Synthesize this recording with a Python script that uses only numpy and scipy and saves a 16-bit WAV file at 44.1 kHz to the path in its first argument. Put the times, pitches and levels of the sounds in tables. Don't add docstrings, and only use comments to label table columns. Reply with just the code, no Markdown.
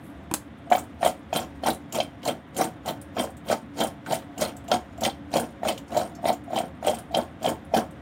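import sys
import numpy as np
from scipy import signal
from scipy.fft import rfft, irfft, next_fast_len
from scipy.io import wavfile

SR = 44100
rng = np.random.default_rng(int(sys.argv[2]) if len(sys.argv) > 2 else 0)


def store_wav(level_fs):
    pcm = np.round(np.clip(np.atleast_2d(level_fs), -1, 1) * 32767)
    wavfile.write(sys.argv[1], SR, pcm.T.astype(np.int16))


def convert_level_to_amplitude(level_db):
    exponent = np.asarray(level_db, float) / 20
    return 10 ** exponent


N = 353241

# f/Hz, density/dB
HUM = [(30, -35), (80, 0), (290, 1.5), (400, -11.5), (700, -13.5), (1100, -14.5), (2000, -18.5),
       (2600, -25.5), (3600, -26.5), (4500, -43), (10000, -58), (16000, -68)]
# f/Hz, width/Hz, level/dB
FAN_TONES = [(73.5, 15, -51), (288, 7.8, -51), (550, 19, -60), (692, 31, -58)]
# t/s, level/dB
FINGERS = [
    (.025, -74),
    (.045, -60.5),
    (.1, -64),
    (.16, -80),
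    (.2, -87),
]
# t/s, knock level/dB, crack level/dB
BOTTLE = [
    (0.3126, -28, -36),
    (0.3139, -30, -40),
    (0.3148, -18.5, -48.5),
    (0.339, -28, -10),
    (0.343, -32, -26),
]
# f/Hz, level/dB, t60/s
COUNTER = [(320, 4.5, 0.08), (494, -8, 0.028), (760, -3, 0.018), (1000, 2, 0.019), (1500, -4.5, 0.012),
           (2480, -3.5, 0.012)]
# f/Hz, density/dB
BOTTLE_CRACK = [(200, -17), (500, -2), (916, -0.5), (2050, -13), (3900, -8.5), (5730, -13), (9230, -4.5),
                (16000, -16)]
# t/s, peak level/dB, f/Hz
DROPLETS = [(0.5836, -53, 9400), (0.7885, -22, 8400), (0.8375, -40, 9400), (1.1892, -51, 9500),
            (2.6414, -20, 8800), (3.014, -31, 9350), (3.232, -24, 7560), (3.3024, -39, 8900),
            (3.368, -37, 8070), (4.5659, -31, 7960), (4.6404, -47, 9300), (5.397, -17.5, 9400),
            (5.5044, -46, 9600), (5.881, -49, 10400), (6.1505, -37, 6411), (6.3267, -23, 7200),
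            (6.4383, -46, 9400), (6.9435, -25, 8650), (6.9853, -27, 9600), (7.225, -37, 8800),
            (7.647, -45.5, 10220), (7.9079, -41.5, 8800)]
# t/s, peak level/dB, f/Hz
SLAPS = [(0.73, -19.5, 7200), (0.758, -21.5, 14800), (1.048, -15, 8600), (1.0562, -22, 14500),
         (1.3357, -21, 7000), (1.3631, -19.5, 8750), (1.6615, -16, 5760), (1.684, -17, 9100),
         (1.9533, -20, 7500), (2.2512, -21, 7200), (2.2766, -18.5, 7540), (2.61, -13.5, 5700),
         (3.2045, -19, 9000), (3.514, -19, 7300), (3.8014, -22, 8400), (3.835, -16, 9000),
         (4.1226, -16.5, 7400), (4.1394, -18, 8850), (4.4105, -13, 7060), (5.035, -15.5, 6250),
         (5.3363, -30, 5900), (5.3657, -20, 7400), (5.686, -20.5, 8700), (5.97, -17, 7460),
         (6.2656, -29, 7100), (6.5625, -25, 8604), (6.586, -21, 8650), (6.866, -16, 8600),
         (7.4538, -21.5, 8342), (7.4882, -19.5, 8850), (7.7451, -15.5, 5440)]
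# f/Hz, density/dB
WET = [(710, -9.5), (1370, 3.5), (1770, -19), (1950, 2), (3080, -1), (8820, -13.5), (11800, -17.5),
       (14400, -12), (16000, -17.5)]
# f/Hz, width/Hz, level/dB
WET_RINGS = [(5650, 300, -9), (6950, 350, -4), (8600, 450, -2), (9250, 400, -5)]
# t/s, peak level/dB
NUDGES = [(0.671, -23), (0.702, -15), (1.01, -14), (2.568, -19), (3.48, -21), (4.373, -20), (4.684, -17.5),
          (4.982, -19), (5.315, -21), (5.617, -21.5), (5.922, -12), (6.047, -17.5), (6.186, -23),
          (6.228, -16.5), (6.33, -17), (6.478, -18), (6.505, -14), (6.635, -21.5), (7.108, -18),
          (7.126, -17), (7.716, -20)]
# t/s, click level/dB, wet level/dB
GRAZES = [(0.701, -29.5, -28), (1.924, -26, -19), (2.231, -25.5, -43), (2.546, -38, -38),
          (2.566, -24, -17.5), (2.859, -29, -26), (3.486, -20, -26), (3.781, -36, -26), (4.0617, -42, -39),
          (4.222, -48, -51), (4.379, -26.5, -24.5), (4.6807, -29, -29.5), (4.977, -42, -39),
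          (5.008, -33, -22), (5.315, -38, -37), (5.777, -23.5, -28), (5.92, -31, -41), (6.8456, -22, -47),
          (7.428, -29, -25.5)]
# t/s, peak level/dB, f/Hz
CLACKS = [(6.255, -21, 2070), (6.9853, -26.5, 1510), (0.7205, -20, 2200), (0.727, -10, 1476),
          (0.751, -12, 2280), (1.0485, -16.5, 3250), (1.3607, -14, 3170), (1.9858, -18, 4000),
          (2.0028, -9.5, 3140), (2.253, -18, 4170), (2.275, -20, 4400), (3.1965, -30, 3320),
          (3.7903, -20, 4170), (3.805, -12, 3250), (4.0613, -28, 2320), (4.2225, -32, 1103),
          (4.7159, -5.5, 3250), (5.035, -13, 3520), (5.0497, -4.5, 3170), (5.339, -14.5, 4290),
          (5.3676, -11, 3280), (5.675, -16.5, 2540), (5.6845, -11.5, 3020), (5.9692, -18, 4070),
          (6.5591, -17.5, 3010), (6.5859, -14.5, 3100), (6.8821, -10.5, 3250), (7.1477, -8, 3150),
          (7.4457, -17, 3220), (7.4631, -13.5, 3200), (7.769, -14, 3040)]
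# level/dB, width/f, t60/s
CLACK_SHAPE = (-9.5, 0.7, 0.045)
# f/Hz, level/dB, t60/s
BOWL_HIGH = [(2250, -3, .04), (3150, 0, .065), (3230, -3.5, .04), (3960, -5, .035)]
# t/s, thud level/dB, wall click level/dB
LEADERS = [(0.714, -4.5, -40), (1.0283, -9, -14), (1.3277, -13.5, -17.5), (1.6345, -17.5, -30),
           (1.9531, -23, -30), (2.2609, -19.5, -48), (2.5963, -25, -31), (2.8768, -20, -38),
           (3.1658, -21, -25), (3.5, -25, -18), (3.8028, -20, -27), (4.1105, -18, -24), (4.4074, -25, -25),
           (4.7185, -13, -37), (5.0195, -18, -38), (5.3376, -13.5, -21), (5.6311, -16.5, -24.5),
           (5.9452, -23, -27), (6.2403, -16.5, -40), (6.531, -17, -30), (6.8263, -23, -32),
           (7.1428, -14, -36), (7.443, -17, -26), (7.7405, -10.5, -18)]
# t/s, peak level/dB, struck spot f/Hz
THUDS = [(0.7205, -2, 699), (0.7545, -18, 810), (1.0604, -5, 696), (1.6875, -21, 706), (1.9857, -14.5, 568),
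         (2.0006, -11.5, 675), (2.2765, -15.5, 650), (2.284, -18.5, 640), (2.6145, -24, 667),
         (2.8575, -26.5, 760), (3.1986, -15, 710), (3.5097, -15.5, 667), (3.53, -22, 760), (3.85, -24, 720),
         (4.4166, -12.5, 595), (4.746, -13, 736), (5.0319, -17.5, 680), (5.066, -16, 566),
         (5.3574, -9.5, 550), (5.9654, -10, 660), (5.9733, -7.5, 670), (5.9989, -13, 695),
         (6.2545, -9, 654), (6.2905, -12, 760), (6.3019, -7.5, 688), (6.8745, -17, 580),
         (6.8823, -11, 529.2), (6.898, -18, 650), (7.1701, -13, 577), (7.187, -12.5, 656),
         (7.4568, -12, 703)]
# t/s, peak level/dB, struck spot f/Hz
MORE_LANDINGS = [(0.7312, -15, 760), (1.0468, -11, 644), (1.0738, -18, 730), (1.0925, -25, 604),
                 (1.3642, -22, 694), (1.3947, -25, 680), (1.6582, -16, 860), (1.6702, -16, 910),
                 (1.6904, -15.5, 820), (1.7022, -24, 530), (1.71, -26, 796), (1.9743, -21, 615),
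                 (2.6027, -27, 680), (2.6191, -23, 686), (2.6304, -24, 640), (2.6436, -26, 677),
                 (2.9087, -21.5, 640), (3.239, -20, 667), (3.8124, -16.5, 756), (3.835, -21, 706),
                 (4.1221, -14.5, 695), (4.1297, -14, 690), (4.1373, -36, 614), (4.4334, -23, 644),
                 (4.7261, -11.5, 700), (4.7393, -32, 646), (5.0498, -20, 700), (5.0775, -19, 740),
                 (5.0852, -16.5, 760), (5.3668, -14, 654), (5.3826, -12, 700), (5.651, -17.5, 700),
                 (5.6584, -15.5, 630), (5.667, -15, 595), (5.6842, -20, 795), (5.6919, -19, 700),
                 (5.7001, -16, 656), (5.7096, -20.7, 656), (5.9521, -18, 690), (5.9823, -22, 666),
                 (6.0111, -18, 664), (6.2763, -14, 720), (6.5621, -14.5, 790), (6.5773, -15, 670),
                 (6.587, -16, 680), (6.6032, -14.5, 700), (6.847, -19, 670), (6.903, -22, 630),
                 (6.934, -19, 736), (7.1567, -14, 670), (7.2007, -22.5, 676.4), (7.4501, -19, 604),
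                 (7.4742, -17, 560), (7.4958, -17, 660), (7.517, -21, 654), (7.7465, -8, 730),
                 (7.7615, -12.5, 670), (7.7737, -23, 600), (7.7853, -16.5, 760), (7.7956, -32, 580.5)]
# f/Hz, level/dB, t60/s
BOWL_LOW = [(464.3, -0.5, 0.067), (532.3, -1, 0.092), (595, -5, 0.035), (661, -1, 0.064), (694, -3, 0.038),
            (748, -3.5, 0.1), (896, -3, 0.073), (1052, 0, 0.033)]
# f/Hz, level/dB, t60/s
HEAP = [(202.6, -34.5, 0.1), (246, -16, 0.043), (317, -19, 0.044), (1430, -23.5, 0.01), (1590, -26, 0.011)]
# start t/s, fullest t/s, settled t/s, rumble level/dB, wet sliding level/dB
TUMBLE = [(0.72, 0.789, 0.84, -29, -46.5), (1.021, 1.062, 1.112, -22.5, -29),
          (1.335, 1.36, 1.434, -21, -31.5), (1.639, 1.683, 1.727, -19, -29.5),
          (1.931, 1.949, 2.046, -23.5, -35), (2.244, 2.291, 2.327, -20, -31),
          (2.565, 2.612, 2.67, -18, -30.5), (2.859, 2.89, 2.92, -21.5, -31.5),
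          (3.163, 3.196, 3.27, -21, -34), (3.468, 3.523, 3.56, -21.5, -31.5),
          (3.771, 3.815, 3.885, -21.5, -32), (4.073, 4.132, 4.19, -23, -32.5),
          (4.385, 4.422, 4.5, -22.5, -30.5), (4.703, 4.74, 4.777, -18, -32), (5.011, 5.06, 5.1, -22, -29),
          (5.327, 5.361, 5.443, -18, -31.5), (5.639, 5.689, 5.743, -23, -31.5),
          (5.906, 5.986, 6.08, -24.5, -37), (6.24, 6.289, 6.33, -21, -30.5),
          (6.507, 6.573, 6.66, -23, -38.5), (6.838, 6.878, 6.99, -24.5, -36),
          (7.118, 7.183, 7.24, -23, -38), (7.42, 7.497, 7.54, -21, -37), (7.74, 7.778, 7.816, -16.5, -31)]
# t/s, peak level/dB, f/Hz
SPITS = [(0.718, -31, 8550), (0.7409, -34, 9900), (1.0641, -22, 8900), (1.0744, -21.5, 8610),
         (1.37, -21.5, 11640), (1.6672, -25, 8950), (1.701, -24, 12000), (1.7316, -31, 9800),
         (1.7459, -33, 8880), (1.9735, -30, 9260), (2.03, -36, 9000), (2.5761, -21.5, 9040),
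         (2.5883, -23, 8660), (2.6423, -28, 8800), (3.2342, -33.0, 13730), (3.5012, -40, 8810),
         (3.5325, -31, 8840), (3.8704, -28, 9350), (4.1438, -27.7, 9110), (4.4417, -29, 8580),
         (5.048, -23, 8900), (5.3392, -30, 8577), (5.4025, -30, 9290), (5.7007, -36, 8670),
         (5.7229, -46, 7820), (6.897, -22.5, 8650), (7.17, -25, 8600), (7.8041, -36, 8936)]
# t/s, peak level/dB, f/Hz
KNOCKS = [(0.7213, -16, 2280), (0.741, -25, 1070), (0.771, -26.5, 1250), (1.0316, -31, 1150),
          (1.0448, -22, 1050), (1.4157, -38, 1390), (2.009, -24, 2450), (2.2547, -29, 1040),
          (2.279, -28, 2330), (2.617, -18, 1070), (3.1707, -25.5, 1360), (3.5156, -19, 1210),
          (3.5388, -24, 1180), (3.816, -23, 1420), (4.062, -28, 1500), (4.135, -23.5, 2000),
          (4.4211, -37, 1060), (4.717, -17.5, 1380), (5.0508, -18.5, 2290), (5.3593, -23.8, 1060),
          (5.6507, -23, 1150), (6.0145, -27, 1340), (6.578, -24, 2293), (6.6092, -31.0, 1440),
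          (7.479, -26, 2330), (7.8155, -28, 1050)]
# t/s, peak level/dB, f/Hz
WALL_SINGS = [(0.728, -32, 3090), (1.0467, -27, 3194), (1.073, -35, 3125), (1.337, -33, 3170),
              (1.3694, -25.5, 3160), (1.637, -34, 3130), (1.951, -32, 3200), (2.288, -28.5, 3200),
              (3.179, -34, 3170), (3.1944, -30, 3180), (3.811, -25, 3170), (3.825, -31, 3110),
              (4.1237, -32, 3040), (4.719, -32, 3164), (5.051, -28, 3160), (5.0968, -35, 3190),
              (5.683, -26, 3066), (6.564, -29, 3090), (7.175, -33, 3250), (7.4762, -31, 3080),
              (7.745, -29, 3130)]
# t/s, peak level/dB
TINGS = [
    (5.881, -47),
    (6.151, -41.5),
]
# f/Hz, level/dB, t60/s
RIM = [(4530, -7, .13), (5340, -5, 0.13), (6000, -5, .08), (6440, -7, 0.09), (6920, -3, .045),
       (7620, -7, 0.088)]
# t/s, peak level/dB
SLAMS = [(0.753, -12.5), (1.686, -9), (2.295, -15), (2.613, -9), (3.502, -12), (3.5285, -10.5),
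         (3.848, -13), (4.7175, -8), (6.873, -8.5), (6.8965, -11), (7.7395, -7.5)]
# t/s, peak level/dB, f/Hz
TICKS = [(0.7813, -30, 6900), (1.061, -37, 4030), (1.361, -25, 4080), (1.4005, -29, 7450),
         (1.6358, -33, 4230), (1.7017, -23, 3880), (1.9369, -33.6, 7160), (1.98, -43, 5340),
         (2.2758, -21.5, 4130), (2.289, -40, 6000), (2.584, -24, 6600), (2.633, -34.1, 6910),
         (2.8847, -29, 3940), (3.1963, -30, 3440), (4.1088, -33, 4000), (4.122, -26.5, 3980),
         (4.45, -25, 4180), (4.7157, -22, 3850), (5.0977, -32, 4160), (5.3296, -34, 4230),
         (5.3683, -24, 4130), (5.7244, -37, 7400), (5.9902, -31, 3990), (6.2546, -28, 3750),
         (6.2935, -23.5, 3950), (7.142, -31, 4130), (7.7373, -32, 5545), (7.773, -37, 3950)]

LEADER_LAG_S, LEADER_CLICK_HZ = 0.00094, (1850, 2490)


def rms_one(x):
    return x / np.sqrt(np.mean(x ** 2) + 1e-20)


def add(out, s, burst):
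    at = int(s * SR)
    out[at:at + len(burst)] += burst[:N - at]


def clicks(times_s, gains):
    out = np.full(N, 1e-18)
    np.add.at(out, np.round(np.asarray(times_s) * SR).astype(int), gains)
    return out


def ring(x, hz, t60_s):
    r = convert_level_to_amplitude(-60 / (t60_s * SR))
    w = 2 * np.pi * hz / SR
    return signal.lfilter([0, np.sin(w)], [1, -2 * r * np.cos(w), r * r], x)


def resonance(x, hz, width_hz):
    r = np.exp(-np.pi * width_hz / SR)
    w = 2 * np.pi * hz / SR
    return signal.lfilter([(1 - r * r) / 2, 0, (r * r - 1) / 2], [1, -2 * r * np.cos(w), r * r], x)


def soft(x, hz):
    r = np.exp(-2 * np.pi * hz / SR)
    return signal.lfilter([(1 - r) ** 2], [1, -2 * r, r * r], x)


def dying(x, t60_s):
    return signal.lfilter([1], [1, -convert_level_to_amplitude(-60 / (t60_s * SR))], x)


def coloured(spectrum, x):
    size = next_fast_len(N)
    hz = np.maximum(np.fft.rfftfreq(size, 1 / SR), 10)
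    point_hz, point_db = np.transpose(spectrum)
    gain = convert_level_to_amplitude(np.interp(np.log(hz), np.log(point_hz), point_db))
    return rms_one(irfft(rfft(x, size) * gain, size)[:N])


def grains(per_s, spread_db):
    sizes = convert_level_to_amplitude(spread_db * np.minimum(rng.exponential(1, N), 4)) * rng.choice([-1, 1], N)
    return rms_one(sizes * (rng.random(N) < per_s / SR))


def drift(rate_hz):
    slow = rms_one(soft(rng.standard_normal(N // 20 + 2), 20 * rate_hz))
    return np.interp(np.arange(N) / 20, np.arange(len(slow)), 2 * np.tanh(slow / 2))


def struck(events, modes, reach, scatter_db):
    s, peak_db, spot_hz = np.transpose(events)
    luck = rng.standard_normal((len(s), len(modes)))
    near = np.array([np.exp(-(np.log(hz / spot_hz) / reach) ** 2) * convert_level_to_amplitude(db) for hz, db, t60_s in modes]).T
    near = (near + 0.073) * convert_level_to_amplitude(scatter_db * luck)
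    share = near / near.sum(axis=1, keepdims=True)
    out = np.zeros(N)
    for k, (hz, db, t60_s) in enumerate(modes):
        out += ring(clicks(s, convert_level_to_amplitude(peak_db) * share[:, k]), hz, t60_s)
    return out


def pats(contacts, gain_db, width_share, t60_s):
    out, age = np.zeros(N), np.arange(2500) / SR
    for (s, db, hz), noise in zip(contacts, rng.standard_normal((len(contacts), len(age)))):
        burst = resonance(noise * convert_level_to_amplitude(-60 * age / t60_s), hz, width_share * hz)
        burst = resonance(burst, hz, 2 * width_share * hz)
        add(out, s, convert_level_to_amplitude(db + gain_db) * burst / np.abs(burst).max())
    return out


def toss_level(levels_db, edge_db, lead_s, settle_s, rest_db):
    rows = []
    for (start, fullest, settled, *_), db in zip(TUMBLE, levels_db):
        rows += [(start - lead_s, rest_db), (start, db + edge_db), (fullest, db)]
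        rows += [(settled, db + edge_db), (settled + settle_s, rest_db)]
    s, db = np.transpose(rows)
    return convert_level_to_amplitude(np.interp(np.arange(N) / SR, s, db))


def fan():
    out = convert_level_to_amplitude(-44) * coloured(HUM, rng.standard_normal(N))
    for hz, width_hz, db in FAN_TONES:
        tone = rms_one(resonance(rng.standard_normal(N), hz, width_hz))
        out += convert_level_to_amplitude(db + 3.3 * drift(1.1)) * tone
    return out


def fingers():
    s, db = np.transpose(FINGERS)
    level = convert_level_to_amplitude(np.interp(np.arange(N) / SR, s, db, right=-120) + 2.5 * drift(60))
    rustle = resonance(grains(4000, 2.87), 11100, 8200)
    return level * rms_one(resonance(rustle, 11100, 8200))


def bottle():
    s, knock_db, crack_db = np.transpose(BOTTLE)
    hits = clicks(s, convert_level_to_amplitude(knock_db - 7.5))
    knock = sum(convert_level_to_amplitude(db) * ring(hits, hz, t60_s) for hz, db, t60_s in COUNTER)
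    blows = clicks(s, convert_level_to_amplitude(crack_db - 6.0))
    fade = dying(blows, 0.0088) + convert_level_to_amplitude(-5.5) * dying(blows, 0.044) + convert_level_to_amplitude(-31.0) * dying(blows, 0.13)
    return knock + fade * coloured(BOTTLE_CRACK, rng.standard_normal(N))


def wet_contacts():
    smacks = [(s + LEADER_LAG_S, -37, 6900) for s, thud_db, click_db in LEADERS]
    grazes = [(s, wet_db, 7200) for s, click_db, wet_db in GRAZES]
    return list(SLAPS) + list(DROPLETS) + smacks + grazes


def wetness(sliding):
    slaps, age = np.zeros(N), np.arange(3000) / SR
    front = convert_level_to_amplitude(-8.0) * convert_level_to_amplitude(-60 * age / 0.0036)
    body = convert_level_to_amplitude(-60 * age / 0.072) * (1 - np.exp(-age / 0.00084)) * 1.42
    bursts = wet_contacts()
    for (s, peak_db, hz), noise in zip(bursts, rng.standard_normal((len(bursts), len(age)))):
        rough = noise * (front + body)
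        burst = resonance(rough, hz, 0.089 * hz) + convert_level_to_amplitude(-12.5) * resonance(rough, 11600, 10000)
        add(slaps, s, convert_level_to_amplitude(peak_db - 5.0) * burst)
    crackle = coloured(WET, grains(2600, 2.7))
    patches = np.zeros(N)
    for k, hz in enumerate(np.geomspace(1300, 15000, 8)):
        patches += convert_level_to_amplitude(3.5 * drift(31)) * resonance(crackle, hz, 0.77 * hz) * (-1) ** k
    rings = np.zeros(N)
    for hz, width_hz, db in WET_RINGS:
        rings += convert_level_to_amplitude(db + 6.9 * drift(26)) * rms_one(resonance(crackle, hz, width_hz))
    stirring = sliding + convert_level_to_amplitude(-78 + 5.6 * drift(29.0))
    return slaps + stirring * (rms_one(patches) + convert_level_to_amplitude(-11.0) * rings)


def nudges():
    s, peak_db = np.transpose(NUDGES)
    touch = clicks(s, convert_level_to_amplitude(np.minimum(peak_db, -12.5) - 10.5))
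    return resonance(ring(touch, 681.0, 0.13) + convert_level_to_amplitude(-16) * ring(touch, 730, 0.07), 730, 124)


def wall_contacts():
    led = [(s + LEADER_LAG_S, click_db, rng.choice(LEADER_CLICK_HZ)) for s, thud_db, click_db in LEADERS]
    return list(CLACKS) + led + [(s, click_db, 2900) for s, click_db, wet_db in GRAZES]


def clacks(sliding):
    contacts = wall_contacts()
    spots, age = np.zeros(N), np.arange(1500) / SR
    for s, db, hz in contacts:
        add(spots, s, convert_level_to_amplitude(db - 17.5 - 60 * age / 0.071) * np.sin(2 * np.pi * hz * age))
    crack = pats(contacts, *CLACK_SHAPE)
    ticking = rms_one(sum(convert_level_to_amplitude(db) * ring(grains(350, 3.1), hz, t60_s) for hz, db, t60_s in BOWL_HIGH))
    hits = resonance(struck(contacts, BOWL_HIGH, reach=0.27, scatter_db=5.5), 2600, 3600)
    return spots + convert_level_to_amplitude(-12) * hits + crack + convert_level_to_amplitude(-9.5) * sliding * ticking


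def landing_pieces():
    bottom_hz = 695
    led = [(s, thud_db, bottom_hz) for s, thud_db, click_db in LEADERS]
    return np.vstack([THUDS, led, np.add(MORE_LANDINGS, [0, -1, 0])])


def thuds(tumbling):
    pieces = landing_pieces()
    s, peak_db, spot_hz = np.transpose(pieces)
    landings, age = np.zeros(N), np.arange(1800) / SR
    swell = (age / 0.0035) ** 1.84 * np.exp(1.99 * (1 - age / 0.0033))
    for at, db, hz, phase in zip(s, peak_db, spot_hz, rng.uniform(0, 2 * np.pi, len(s))):
        turn = 2 * np.pi * hz * age
        tones = np.sin(turn + phase) + convert_level_to_amplitude(-14.5) * np.sin(1.293 * turn - phase)
        add(landings, at, convert_level_to_amplitude(db - 0.9) * swell * tones)
    ringing = convert_level_to_amplitude(-7.0) * resonance(struck(pieces, BOWL_LOW, reach=0.43, scatter_db=6.0), 960, 890)
    rolling = sum(convert_level_to_amplitude(db) * ring(grains(250, 3.76), hz, t60_s) for hz, db, t60_s in BOWL_LOW)
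    rumble = rms_one(resonance(rolling, 656, 306))
    push = clicks(s, convert_level_to_amplitude(0.68 * peak_db - 4) * rng.choice([-1, 1], len(s)))
    push = push + convert_level_to_amplitude(-12.0) * tumbling * grains(400, 2.8)
    heap = sum(convert_level_to_amplitude(db) * resonance(ring(push, hz, t60_s), hz, 1.55 * hz) for hz, db, t60_s in HEAP)
    return landings + ringing + convert_level_to_amplitude(-6.0) * tumbling * rumble + heap


def spits():
    return pats(SPITS, gain_db=-1.1, width_share=0.45, t60_s=0.059)


def knocks():
    return pats(KNOCKS, gain_db=-2.4, width_share=0.19, t60_s=0.043)


def singing():
    out, age = np.zeros(N), np.arange(5000) / SR
    rise = 1 - np.exp(-age / 0.0018)
    for s, db, hz in WALL_SINGS:
        turn = 2 * np.pi * hz * age
        tones = 2 * np.sin(turn) + 0.77 * np.sin(1.1 * turn)
        add(out, s, convert_level_to_amplitude(db - 2.5 - 60 * age / 0.071) * rise * tones)
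    s, db = np.transpose(TINGS)
    return out + sum(ring(clicks(s, convert_level_to_amplitude(db + mode_db - 7.5)), hz, t60_s) for hz, mode_db, t60_s in RIM)


def slams():
    out, age = np.zeros(N), np.arange(-200, 200) / SR
    push = -np.exp(-(age / 0.0016) ** 2) * np.cos(2 * np.pi * 640 * age)
    for s, db in SLAMS:
        add(out, s + age[0], convert_level_to_amplitude(db) * push)
    return out


def thump():
    mode_hz, t60_s, contact_hz = 162.6, 0.14, 73
    starts, fullest, settled, rumble_db, sliding_db = np.transpose(TUMBLE)
    jolt = soft(clicks((starts + fullest) / 2, convert_level_to_amplitude(rumble_db + 2.5)), contact_hz)
    return resonance(ring(jolt, mode_hz, t60_s), mode_hz, mode_hz)


def ticks():
    return pats(TICKS, gain_db=-0.79, width_share=0.13, t60_s=0.04)


def kitchen(x):
    gap_s, t60_s, level_db = 0.004, 0.16, -9.5
    t = np.arange(SR // 2) / SR
    tail = rng.standard_normal(len(t)) * convert_level_to_amplitude(-60 * t / t60_s) * (t > gap_s)
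    return convert_level_to_amplitude(level_db) * signal.fftconvolve(x, tail / np.sqrt(np.sum(tail ** 2)))[:N]


def scene():
    rumble_db, sliding_db = np.transpose(TUMBLE)[3:]
    tumbling = toss_level(rumble_db, edge_db=-12.5, lead_s=0.038, settle_s=0.15, rest_db=-69.5)
    sliding = toss_level(sliding_db, edge_db=-19, lead_s=0.051, settle_s=0.12, rest_db=-92.5)
    near = fingers() + bottle()
    near = near + wetness(sliding) + nudges() + clacks(sliding) + thuds(tumbling)
    near = near + spits() + knocks() + singing() + slams() + thump() + ticks()
    return (near + kitchen(near) + fan())[None]


def roll_off(x):
    return signal.sosfilt(signal.butter(12, 16820, fs=SR, output="sos"), x)


def record(dry):
    low_hz, high_hz, ceiling = 60, 15900, 0.56
    heard = signal.sosfilt(signal.butter(3, low_hz, "high", fs=SR, output="sos"), dry)
    heard = ceiling * np.tanh(heard / ceiling)
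    heard = signal.sosfilt(signal.ellip(10, 0.5, 42, high_hz, fs=SR, output="sos"), heard)
    return roll_off(heard)


dry = scene()
out = record(dry)
store_wav(out)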